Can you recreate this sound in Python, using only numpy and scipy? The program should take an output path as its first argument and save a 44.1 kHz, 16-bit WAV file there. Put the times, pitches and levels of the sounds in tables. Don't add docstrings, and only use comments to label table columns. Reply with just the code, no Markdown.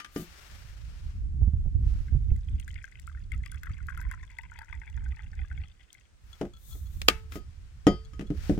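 import sys
import numpy as np
from scipy import signal
from scipy.fft import rfft, irfft, next_fast_len
from scipy.io import wavfile
from scipy.ndimage import uniform_filter1d

SR = 44100
rng = np.random.default_rng(int(sys.argv[2]) if len(sys.argv) > 2 else 0)


def bounce(signal):
    frames = np.transpose(np.atleast_2d(signal))
    limited = np.clip(frames, -1, 1)
    pcm = np.round(limited * 32767).astype(np.int16)
    wavfile.write(sys.argv[1], SR, pcm)


N = 378819
TIME = np.arange(N) / SR


# frequency in Hz, level in dB.
HUSH_COLOUR = [(100, 8.5), (260, 4.5), (800, -3.5), (1600, -0.5), (4200, -7.5), (8500, -8.5), (11000, -23)]

# time in seconds, level in dB.
WIND_LEVEL = [(0, -62), (.6, -49), (1.05, -38.5), (1.5, -29), (2.3, -29.5), (2.54, -39.5), (3.07, -48),
              (3.2, -41), (4.08, -40.5), (4.3, -56), (4.7, -48), (5.52, -37.5), (5.8, -61.5), (6.15, -60.5),
              (6.4, -51), (7.15, -38.5), (7.7, -49.5), (8.59, -36)]
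# frequency in Hz, level in dB.
WIND_SPECTRUM = [(12, -31), (22, -7), (48, 0), (70, 1), (130, -17), (330, -42.5), (600, -65), (1200, -78.5),
                 (2000, -110)]
# start in seconds, peak in dB.
STRONG_EDDIES = [(1.414, -12), (1.473, -15.5), (1.532, -17), (1.655, -18), (1.745, -19), (1.86, -20),
                 (2.0, -22), (2.119, -15), (2.145, -16), (2.311, -13.5), (3.7, -26.5)]
# frequency in Hz, level in dB.
EDDY_COLOUR = [(25, 0.5), (70, 8.5), (130, 1.0), (300, -31.5), (750, -47), (1500, -73.5), (4000, -100)]

# moment of top speed in seconds, rise in seconds,
# fall in seconds, soft swish in dB, hiss of sliding cloth in dB.
ARM_STROKES = [(0.199, 0.054, 0.046, -57, -49.5), (0.45, 0.34, 0.3, -55, -67),
               (1.0, 0.54, 0.19, -61.5, -83), (1.9, 0.07, 0.23, -62, -76.5),
               (6.39, 0.14, 0.084, -64, -71.5), (6.725, 0.1, 0.1, -104, -54),
               (6.995, 0.15, 0.16, -70.5, -61.5), (7.35, 0.031, 0.033, -54.5, -54),
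               (8.48, 0.11, 0.079, -51, -63)]
# frequency in Hz, level in dB.
SWISH_SPECTRUM = [(300, -4), (1000, -3.5), (1400, 1.5), (2900, -2), (3600, -5), (5500, -5), (11000, -18),
                  (16000, -24.5)]
# frequency in Hz, level in dB.
HISS_SPECTRUM = [(500, -8), (2700, -28.5), (3500, -0.5), (4900, -11), (6500, -2.5), (10500, -6), (13500, 0),
                 (16000, -4)]
RUSTLE_DB, RUSTLE_FROM_S = -70, 6.3

# start in seconds, length in seconds, peak in dB.
GRIP_SCRAPES = [(6.33, 0.0093, -40.5), (6.536, 0.017, -46), (6.566, 0.006, -45), (6.69, 0.0078, -58),
                (6.71, 0.037, -42), (6.858, 0.016, -49), (8.05, .008, -45), (8.268, 0.0068, -48)]
# frequency in Hz, level in dB, t60 in seconds.
HAND_DAMPED_STEEL = [(1340, -2, 0.064), (3374, 4, 0.058), (4200, 6, 0.012), (6500, 7, 0.0064)]

# start in seconds, planks in dB, steel ring in dB,
# contact crack in dB, thump cut-off in Hz (lower for a softer contact).
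TABLE_KNOCKS = [(0.001, -61.5, -49.5, -45, 710), (0.046, -64, -58, -46.5, 700),
                (0.161, -30.5, -47, -47, 517), (0.197, -38.5, -67, -62, 246), (6.412, -29, -62, -48, 1600),
                (6.452, -44.5, -77, -60.5, 900), (6.752, -55.5, -73, -73, 1200),
                (7.084, -33.5, -44, -27, 1200), (7.321, -57, -68, -49.5, 596),
                (7.356, -37.5, -52, -52.5, 690), (7.868, -12, -31, -34, 1020),
                (8.134, -57.5, -59, -63, 503), (8.194, -36, -67, -51, 346), (8.21, -35, -65, -51.5, 395),
                (8.303, -26, -64.5, -57, 300), (8.495, -19, -88, -48.5, 480), (8.577, -28, -66, -54.5, 400)]
# frequency in Hz, level in dB, t60 in seconds.
PLANK_MODES = [(166.7, -12.5, 0.26), (204, -1.5, 0.15), (291, 8.5, 0.081), (355, -3, 0.17),
               (405, 0.5, 0.09), (568, -12, 0.12), (638, -5, 0.08), (721, -12.5, 0.14), (1070, -23, 0.021)]
# frequency in Hz, level in dB, t60 in seconds.
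FLASK_MODES = [(1255, 4.5, 0.066), (1255, 11, .24), (1934, 4.5, 0.12), (2050, -6, 0.25), (3140, -1, 0.26),
               (3250, -13.5, 0.22), (3499, -18, 0.36), (4580, -11.5, 0.41), (5020, -6, 0.29),
               (5460, 8, 0.038), (6220, -5.5, 0.15), (6780, -2, 0.13)]
# frequency in Hz, level in dB, t60 in seconds.
FLASK_AIR_MODES = [(440, -5.5, 0.67), (876, -2.5, 0.33), (1290, -5, 0.46), (1720, 2.5, 0.18),
                   (2220, 1, 0.24), (2640, 1.5, 0.23), (2723, 1, 0.17), (3900, 6, 0.085), (4740, 5, 0.1)]
# frequency in Hz, level in dB.
THUD_COLOUR = [(60, -21), (160, 3.0), (400, 1.0), (800, -12), (1500, -31.5), (4000, -42), (12000, -72.5)]
CRACK_COLOUR = [(400, -17.0), (1500, 15), (3400, 6.5), (4300, -2.5), (5500, 1.5), (7000, -3.5),
                (10000, -8.5), (16000, -19.5)]
KNOCK_LEFT_DB = 7
REBOUND_S, REBOUND_DB = 0.014, -10
FULL_FLASK_SAG = 0.0406

# start in seconds, peak in dB.
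STOPPER_SNAPS = [(7.0165, -23), (7.0816, -18.5), (7.0843, -3), (7.0854, -8.5), (7.0859, -21.5)]
# frequency in Hz, level in dB.
SNAP_SPECTRUM = [(250, -15), (550, -0.5), (980, -17), (1200, -6.5), (1450, -10.5), (2700, -3),
                 (3500, -10.5), (4100, -5.5), (6300, -14.5), (8100, -14.5), (11000, -25.5), (13300, -18),
                 (16000, -29)]
# frequency in Hz, level in dB, t60 in seconds.
STOPPER_MODES = [(1210, 2.5, 0.062), (2710, -0.5, 0.028), (3124, 3, 0.043)]

# start in seconds, peak in dB, pitch in Hz.
SPRAY_TICKS = [(2.3625, -48.5, 7350), (2.5977, -40, 8660), (2.679, -42, 7200), (2.997, -43, 7600),
               (3.07, -42, 7600), (3.3187, -41.5, 8600), (3.4596, -39.5, 4920), (3.517, -36.5, 9400),
               (3.633, -40, 13300), (3.868, -43, 11600), (3.9749, -42.5, 11200), (4.0128, -41.5, 12900),
               (4.1127, -40, 11100), (4.3859, -42, 7400), (4.589, -40.5, 4670), (5.9288, -39.5, 6040)]
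# frequency in Hz, level in dB.
TICK_COLOUR = [(1000, -28.0), (4000, -0.5), (6000, -1.5), (7800, 2), (10500, -3), (14000, -6.0)]
SPLASH_COLOUR = [(1500, -34), (4000, -6.5), (6300, 4.5), (9000, -4.5), (11000, -12.5), (15000, -14)]

# frequency in Hz, level in dB.
WASH_COLOUR = [(400, -12), (700, -29), (1500, 25), (2400, 18.0), (4200, -13.0), (6500, -31), (15000, -40.0)]

# time in seconds, level in dB.
FIZZ_LEVEL = [(2.15, -84), (2.5, -69.5), (2.75, -57.5), (3.27, -74.5), (3.48, -63), (3.82, -62.5),
              (4.0, -59.5), (4.33, -62), (4.85, -62), (5.66, -64.5), (5.78, -69.5), (6.08, -72)]
POUR_START_S, POUR_END_S = FIZZ_LEVEL[0][0], FIZZ_LEVEL[-1][0]
LULL_LEAD_S, LULL_S, LULL_DB = 0.036, 0.017, -4.5
FIZZ_HZ, FULL_FLOW_DB, FLOW_DB_PER_OCTAVE = 1798, -60.5, 14

# time in seconds,
# frequency in Hz, strength of its answer in dB.
CUP_LOWEST_MODE = [(2.1, 2280, -16), (3.1, 1465, -11.5), (3.9, 1064, -10), (4.4, 956, -3.5),
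                   (5.15, 860, -7), (5.9, 770, -17)]
# frequency in Hz, level in dB, t60 in seconds.
CUP_UPPER_MODES = [(1548, 0.5, 0.036), (2044, 10.5, 0.019), (2518, 2, 0.02), (3358, 9.5, 0.012),
                   (4750, -0.5, 0.014), (6100, -12, 0.01)]

# start in seconds, peak in dB, pitch in Hz.
SINGLE_BUBBLES = [(2.082, -44.5, 1510), (2.303, -52, 2460), (2.36, -50.5, 1856), (2.485, -45.5, 3170),
                  (2.598, -40.5, 2720), (2.6774, -35.5, 1610), (2.7046, -41.5, 3060), (2.759, -38.5, 1920),
                  (2.785, -41, 1850), (2.8416, -30, 1666), (2.921, -45.5, 2010), (2.954, -39, 2510),
                  (3.0757, -35, 1337), (3.148, -42.5, 1446), (3.1733, -45, 1800), (3.3179, -28.5, 2115),
                  (3.3523, -48, 2050), (3.436, -38.5, 2090), (3.461, -35, 2170), (3.521, -40, 1490),
                  (3.5443, -41.5, 1415), (3.6318, -32.5, 1610), (3.657, -43, 1580), (3.669, -34.5, 1404),
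                  (3.803, -42, 1425), (3.8843, -28, 1450), (3.902, -32.5, 1510), (3.9454, -41, 1440),
                  (3.974, -33, 1390), (3.996, -37, 1530), (4.0135, -36, 1540), (4.0503, -38, 1860),
                  (4.1125, -28.5, 1530), (4.138, -39, 1340), (4.2301, -40, 1890), (4.2991, -45, 2140),
                  (4.3863, -27, 2100), (4.4343, -42, 2080), (4.451, -42, 2160), (4.517, -38, 1450),
                  (4.5577, -39.5, 2220), (4.5878, -34, 1660), (4.615, -35, 1595), (4.6967, -43, 1580),
                  (4.7262, -30.5, 2010), (4.816, -36, 2060), (4.833, -43, 1590), (4.8756, -38, 2190),
                  (4.9746, -39.5, 1586), (5.0603, -42.5, 1510), (5.1194, -40, 2070), (5.1674, -44, 1820),
                  (5.1918, -36, 1890), (5.33, -45, 1740), (5.391, -36.5, 2185), (5.4155, -41.5, 2040),
                  (5.5125, -37, 1520), (5.5757, -39.5, 2180), (5.6156, -44.5, 2280), (5.6356, -41, 2690),
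                  (5.809, -49.5, 2720), (5.9028, -47, 3530), (5.949, -44, 2130)]
TRAIN_S, TRAIN_DB, TRAIN_FADE_DB_PER_S = 0.039, -10.5, 129


def undb(db):
    return 10 ** (np.asarray(db) / 20)


def curve(rows, at=TIME):
    s, *columns = np.transpose(rows)
    return [np.interp(at, s, column) for column in columns]


def tint(x, colour):
    size = x.shape[-1]
    hz, db = np.transpose(colour)
    padded = 2 * next_fast_len(size // 2 + 2048)
    bins_hz = np.fft.rfftfreq(padded, 1 / SR)
    response_db = np.interp(np.log(bins_hz + 1), np.log(hz), db)
    cepstrum = irfft(np.log(undb(response_db)))
    cepstrum[1:padded // 2] *= 2
    cepstrum[padded // 2 + 1:] = 0
    return irfft(rfft(x, padded) * np.exp(rfft(cepstrum)))[..., :size]


def noise(colour, likeness=0):
    layers = tint(rng.standard_normal((3, N)), colour)
    x = layers[:2] + likeness * layers[2]
    return x / x.std()


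def walk(rate):
    k = int(SR / rate)
    steps = np.repeat(rng.standard_normal(N // k + 1), k)
    return 1.3 * uniform_filter1d(uniform_filter1d(steps, k), k)[:N]


def ring(modes, t, lead=0):
    hz, db, t60 = np.transpose(modes)[:, :, None]
    decay = np.log(1000) / t60
    z = (undb(db) * np.exp((2j * np.pi * hz - decay) * t)).sum(0)
    return np.array([z.imag, (z * np.exp(-1j * lead)).imag])


def burst(t, t60):
    return rng.standard_normal((2, len(t))) * undb(-60 * t / t60)


def strength(x, db, size=900):
    return x * undb(db) / x[:, :size].std()


def peak(x, db):
    return x * undb(db) / np.abs(x).max()


def pan(x, db):
    return x * undb(np.array([[db], [-db]]) / 2)


def add(out, s, x):
    i = int(np.clip(s * SR, 0, N - 1))
    out[:, i:i + x.shape[1]] += x[:, :N - i]


def hush(hush_db=-69):
    return pan(noise(HUSH_COLOUR) * undb(hush_db + .5 * walk(1.0)), 1.2)


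def wind(wind_db=2.0, eddy_db=4.0, buffet_db=-4, small_db=2, scatter_db=2.0, count=60):
    level = curve(WIND_LEVEL)[0] + wind_db + eddy_db * walk(22)
    out = pan(noise(WIND_SPECTRUM, likeness=1.31) * undb(level), -3.5)
    t = TIME[:SR // 10]
    times = TIME[-1] * (np.arange(count) + rng.random(count)) / count
    levels = curve(WIND_LEVEL, times)[0] + small_db + scatter_db * rng.standard_normal(count)
    for s, db in list(STRONG_EDDIES) + list(zip(times, levels)):
        mono_burst = burst(t, 0.054)[[0, 0]]
        eddy = tint(mono_burst * (1 - np.exp(-t / 0.0027)), EDDY_COLOUR)
        add(out, s, pan(peak(eddy, db + buffet_db), -12.5))
    return out


def sleeve(swish_db=0, hiss_db=0, grain_db=1.17):
    swish = undb(RUSTLE_DB) * np.clip(TIME - RUSTLE_FROM_S, 0, 1)
    sliding = 0
    for s, rise, fall, soft_db, slide_db in ARM_STROKES:
        speed = np.exp(-((TIME - s) / np.where(TIME < s, rise, fall)) ** 2)
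        swish = np.hypot(swish, speed * undb(soft_db + swish_db))
        sliding = np.hypot(sliding, speed * undb(slide_db + hiss_db))
    cloth = swish * noise(SWISH_SPECTRUM) + sliding * noise(HISS_SPECTRUM)
    return pan(cloth * undb(grain_db * walk(140)), 7.3)


def scrapes(scrape_db=0, slips_per_s=500):
    out, t = np.zeros((2, N)), TIME[:SR // 10]
    wall = ring(HAND_DAMPED_STEEL, t, lead=1.35)
    for s, length, db in GRIP_SCRAPES:
        slips = (rng.random(len(t)) < slips_per_s / SR) * rng.standard_normal(len(t)) * (t < length)
        slips[0] = 1
        add(out, s, peak(signal.fftconvolve(wall, slips[None], axes=1), db + scrape_db))
    return pan(out, 8.0)


def knocks(plank_db=0, steel_db=1, crack_db=0, thud_db=-7, air_db=-19):
    out, t = np.zeros((2, N)), TIME[:SR // 2]
    for s, wood, steel, contact, cutoff_hz in TABLE_KNOCKS:
        planks, flask = np.array(PLANK_MODES, float), np.array(FLASK_MODES, float)
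        planks[:, 1] += 2 * rng.standard_normal(len(planks))
        flask[:, 1] += 2 * rng.standard_normal(len(flask))
        flask[:, 0] *= 1 - FULL_FLASK_SAG * (s < POUR_START_S)

        thud = tint(burst(t, 0.16)[[0, 0]], THUD_COLOUR)
        body = strength(ring(planks, t, lead=0.39), 0) + strength(thud, thud_db)
        body = body * (1 - np.exp(-t / 0.00066))
        body = signal.sosfilt(signal.butter(2, cutoff_hz, fs=SR, output="sos"), body)
        crack = tint(burst(t, 0.045) + 0.1 * burst(t, 0.27), CRACK_COLOUR)

        air = strength(ring(FLASK_AIR_MODES[:1], t), steel + air_db) * (s > STOPPER_SNAPS[0][0])
        metal = pan(strength(ring(flask, t, lead=1.42), steel + steel_db) + air, 1.7)
        thump = pan(strength(body, wood + plank_db), -5.5)
        add(out, s, thump + metal + strength(crack, contact + crack_db))
        add(out, s + REBOUND_S, strength(crack, contact + crack_db + REBOUND_DB))
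    return pan(out, KNOCK_LEFT_DB)


def stopper(snap_db=1, tail_db=-22, far_db=-49, air_db=-38, cap_db=-21):
    out, t = np.zeros((2, N)), TIME[:SR // 2]
    for s, db in STOPPER_SNAPS:
        click = burst(t, .017) + undb(tail_db) * burst(t, .08) + undb(far_db) * burst(t, .35)
        snap = tint(click * (1 - np.exp(-t / 0.00042)), SNAP_SPECTRUM)
        add(out, s, pan(peak(snap, db + snap_db), 0.073))
    home = max(STOPPER_SNAPS, key=lambda snap: snap[1])[0]
    plastic = strength(ring(STOPPER_MODES, t, lead=1.8), cap_db)
    air = strength(ring(FLASK_AIR_MODES, t, lead=0.98), air_db)
    add(out, home, pan(plastic + air, 3.2))
    return out


def flow(at=TIME):
    starts = np.sort(np.append(np.array(SINGLE_BUBBLES)[:, 0], TIME[-1]))
    ahead = starts[np.searchsorted(starts, at)] - at
    return curve(FIZZ_LEVEL, at)[0] + LULL_DB * np.exp(-((ahead - LULL_LEAD_S) / LULL_S) ** 2)


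def spatter(tick_db=2, tone=0.78, fine_db=6, spread_db=4, deepening_db_per_s=-1.0, fall_back_db=-11, count=150):
    out, t = np.zeros((2, N)), TIME[:1200]
    wetting = (1 - np.exp(-t / 0.00036)) ** 2
    for s, db, hz in SPRAY_TICKS:
        for delay, drop_db in ((0, 0), (rng.uniform(0.011, 0.032), fall_back_db)):
            crack = tint(burst(t, 0.012) + 0.029 * burst(t, 0.037), TICK_COLOUR)
            tick = (tone * ring([(hz, 0, .012)], t, lead=1.63) + crack) * wetting
            add(out, s + delay, pan(peak(tick, db + tick_db + drop_db), 3.8))

    times = rng.uniform(POUR_START_S, POUR_END_S, count)
    levels = flow(times) + fine_db + deepening_db_per_s * (times - times.mean())
    for s, db, (pitch, size) in zip(times, levels, rng.standard_normal((count, 2))):
        splash = tint(burst(t, 0.011), SPLASH_COLOUR)
        blip = ring([(6300 * np.exp(.22 * pitch), 0, .005)], t, lead=2.4) + 0.8 * splash
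        add(out, s, pan(peak(blip * wetting, db + spread_db * min(size, 1.8)), 14.6))
    return out


def wash(wash_db=-10.0, flutter_db=4, fade_s=0.13):
    inside_s = np.minimum(TIME - POUR_START_S, POUR_END_S - TIME)
    running = np.clip(inside_s / fade_s, 0, 1)
    level = flow() + wash_db + flutter_db * walk(70)
    return pan(noise(WASH_COLOUR) * running * undb(level), 5.4)


def bubble(s, hz, t, cycles=31, glide=0.027, cup_db=-11, small_db_per_octave=10, scatter_db=4, reach=0.37,
           thump_db=-30, click_db=-38):
    modes = np.array([(*curve(CUP_LOWEST_MODE, s), .045)] + list(CUP_UPPER_MODES), float)
    chance = rng.standard_normal((3, len(modes)))
    modes[:, 0] *= 1 + .04 * chance[0]
    modes[:, 1] += cup_db + scatter_db * chance[1]
    modes[1:, 1] -= 6 * np.abs(np.log2(modes[1:, 0] / hz)) / reach
    modes[0, 1] -= small_db_per_octave * max(np.log2(hz / FIZZ_HZ), 0)

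    life = cycles / hz * np.exp(.3 * chance[2, 0])
    own = ring([(hz, 0, life)], t * (1 + glide * t / life), lead=1.0)
    thump = ring([(346.0, thump_db, 0.021)], t)
    tones = pan(own + ring(modes, t, lead=1.0) + thump, 12.2)
    neck_closing = (1 - np.exp(-t / .0014)) ** 2
    return (tones + undb(click_db) * burst(t, 0.017)) * neck_closing


def fizz(fizz_db=1.5, size_db=5.5, count=480):
    out, t = np.zeros((2, N)), TIME[:1800]
    times = POUR_START_S + (POUR_END_S - POUR_START_S) * rng.random(count) ** .75
    octaves = np.clip((FULL_FLOW_DB - curve(FIZZ_LEVEL, times)[0]) / FLOW_DB_PER_OCTAVE, 0, 1)
    for s, up, (pitch, size) in zip(times, octaves, rng.standard_normal((count, 2))):
        free_hz = FIZZ_HZ * 2 ** up * np.exp(.36 * pitch)
        hz = np.hypot(curve(CUP_LOWEST_MODE, s)[0], free_hz)
        add(out, s, peak(bubble(s, hz, t), size_db * min(size, 1.5) - 2.5 * max(pitch, 0)))
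    crowd_rms = out[:, int(POUR_START_S * SR):int(POUR_END_S * SR)].std()
    return out / crowd_rms * undb(flow() + fizz_db)


def pour(bubble_db=3.0, count=3):
    out, t = np.zeros((2, N)), TIME[:1800]
    for s, db, hz in SINGLE_BUBBLES:
        add(out, s, peak(bubble(s, hz, t), db + bubble_db))
        for share, pitch, size in rng.uniform((0, -.12, -5), (1, .3, 3), (count, 3)):
            delay = TRAIN_S * share
            train_db = TRAIN_DB - TRAIN_FADE_DB_PER_S * delay + size
            add(out, s + delay, peak(bubble(s, hz * np.exp(pitch), t), db + bubble_db + train_db))
    return out


def scene():
    background = hush() + wind()
    handling = sleeve() + scrapes() + knocks() + stopper()
    coffee = spatter() + wash() + fizz() + pour()
    return background + handling + coffee


def record(dry):
    top_cut = signal.ellip(10, .2, 70, 16200, fs=SR, output="sos")
    return signal.sosfilt(top_cut, np.clip(dry, -1, 1))


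dry = scene()
out = record(dry)
bounce(out)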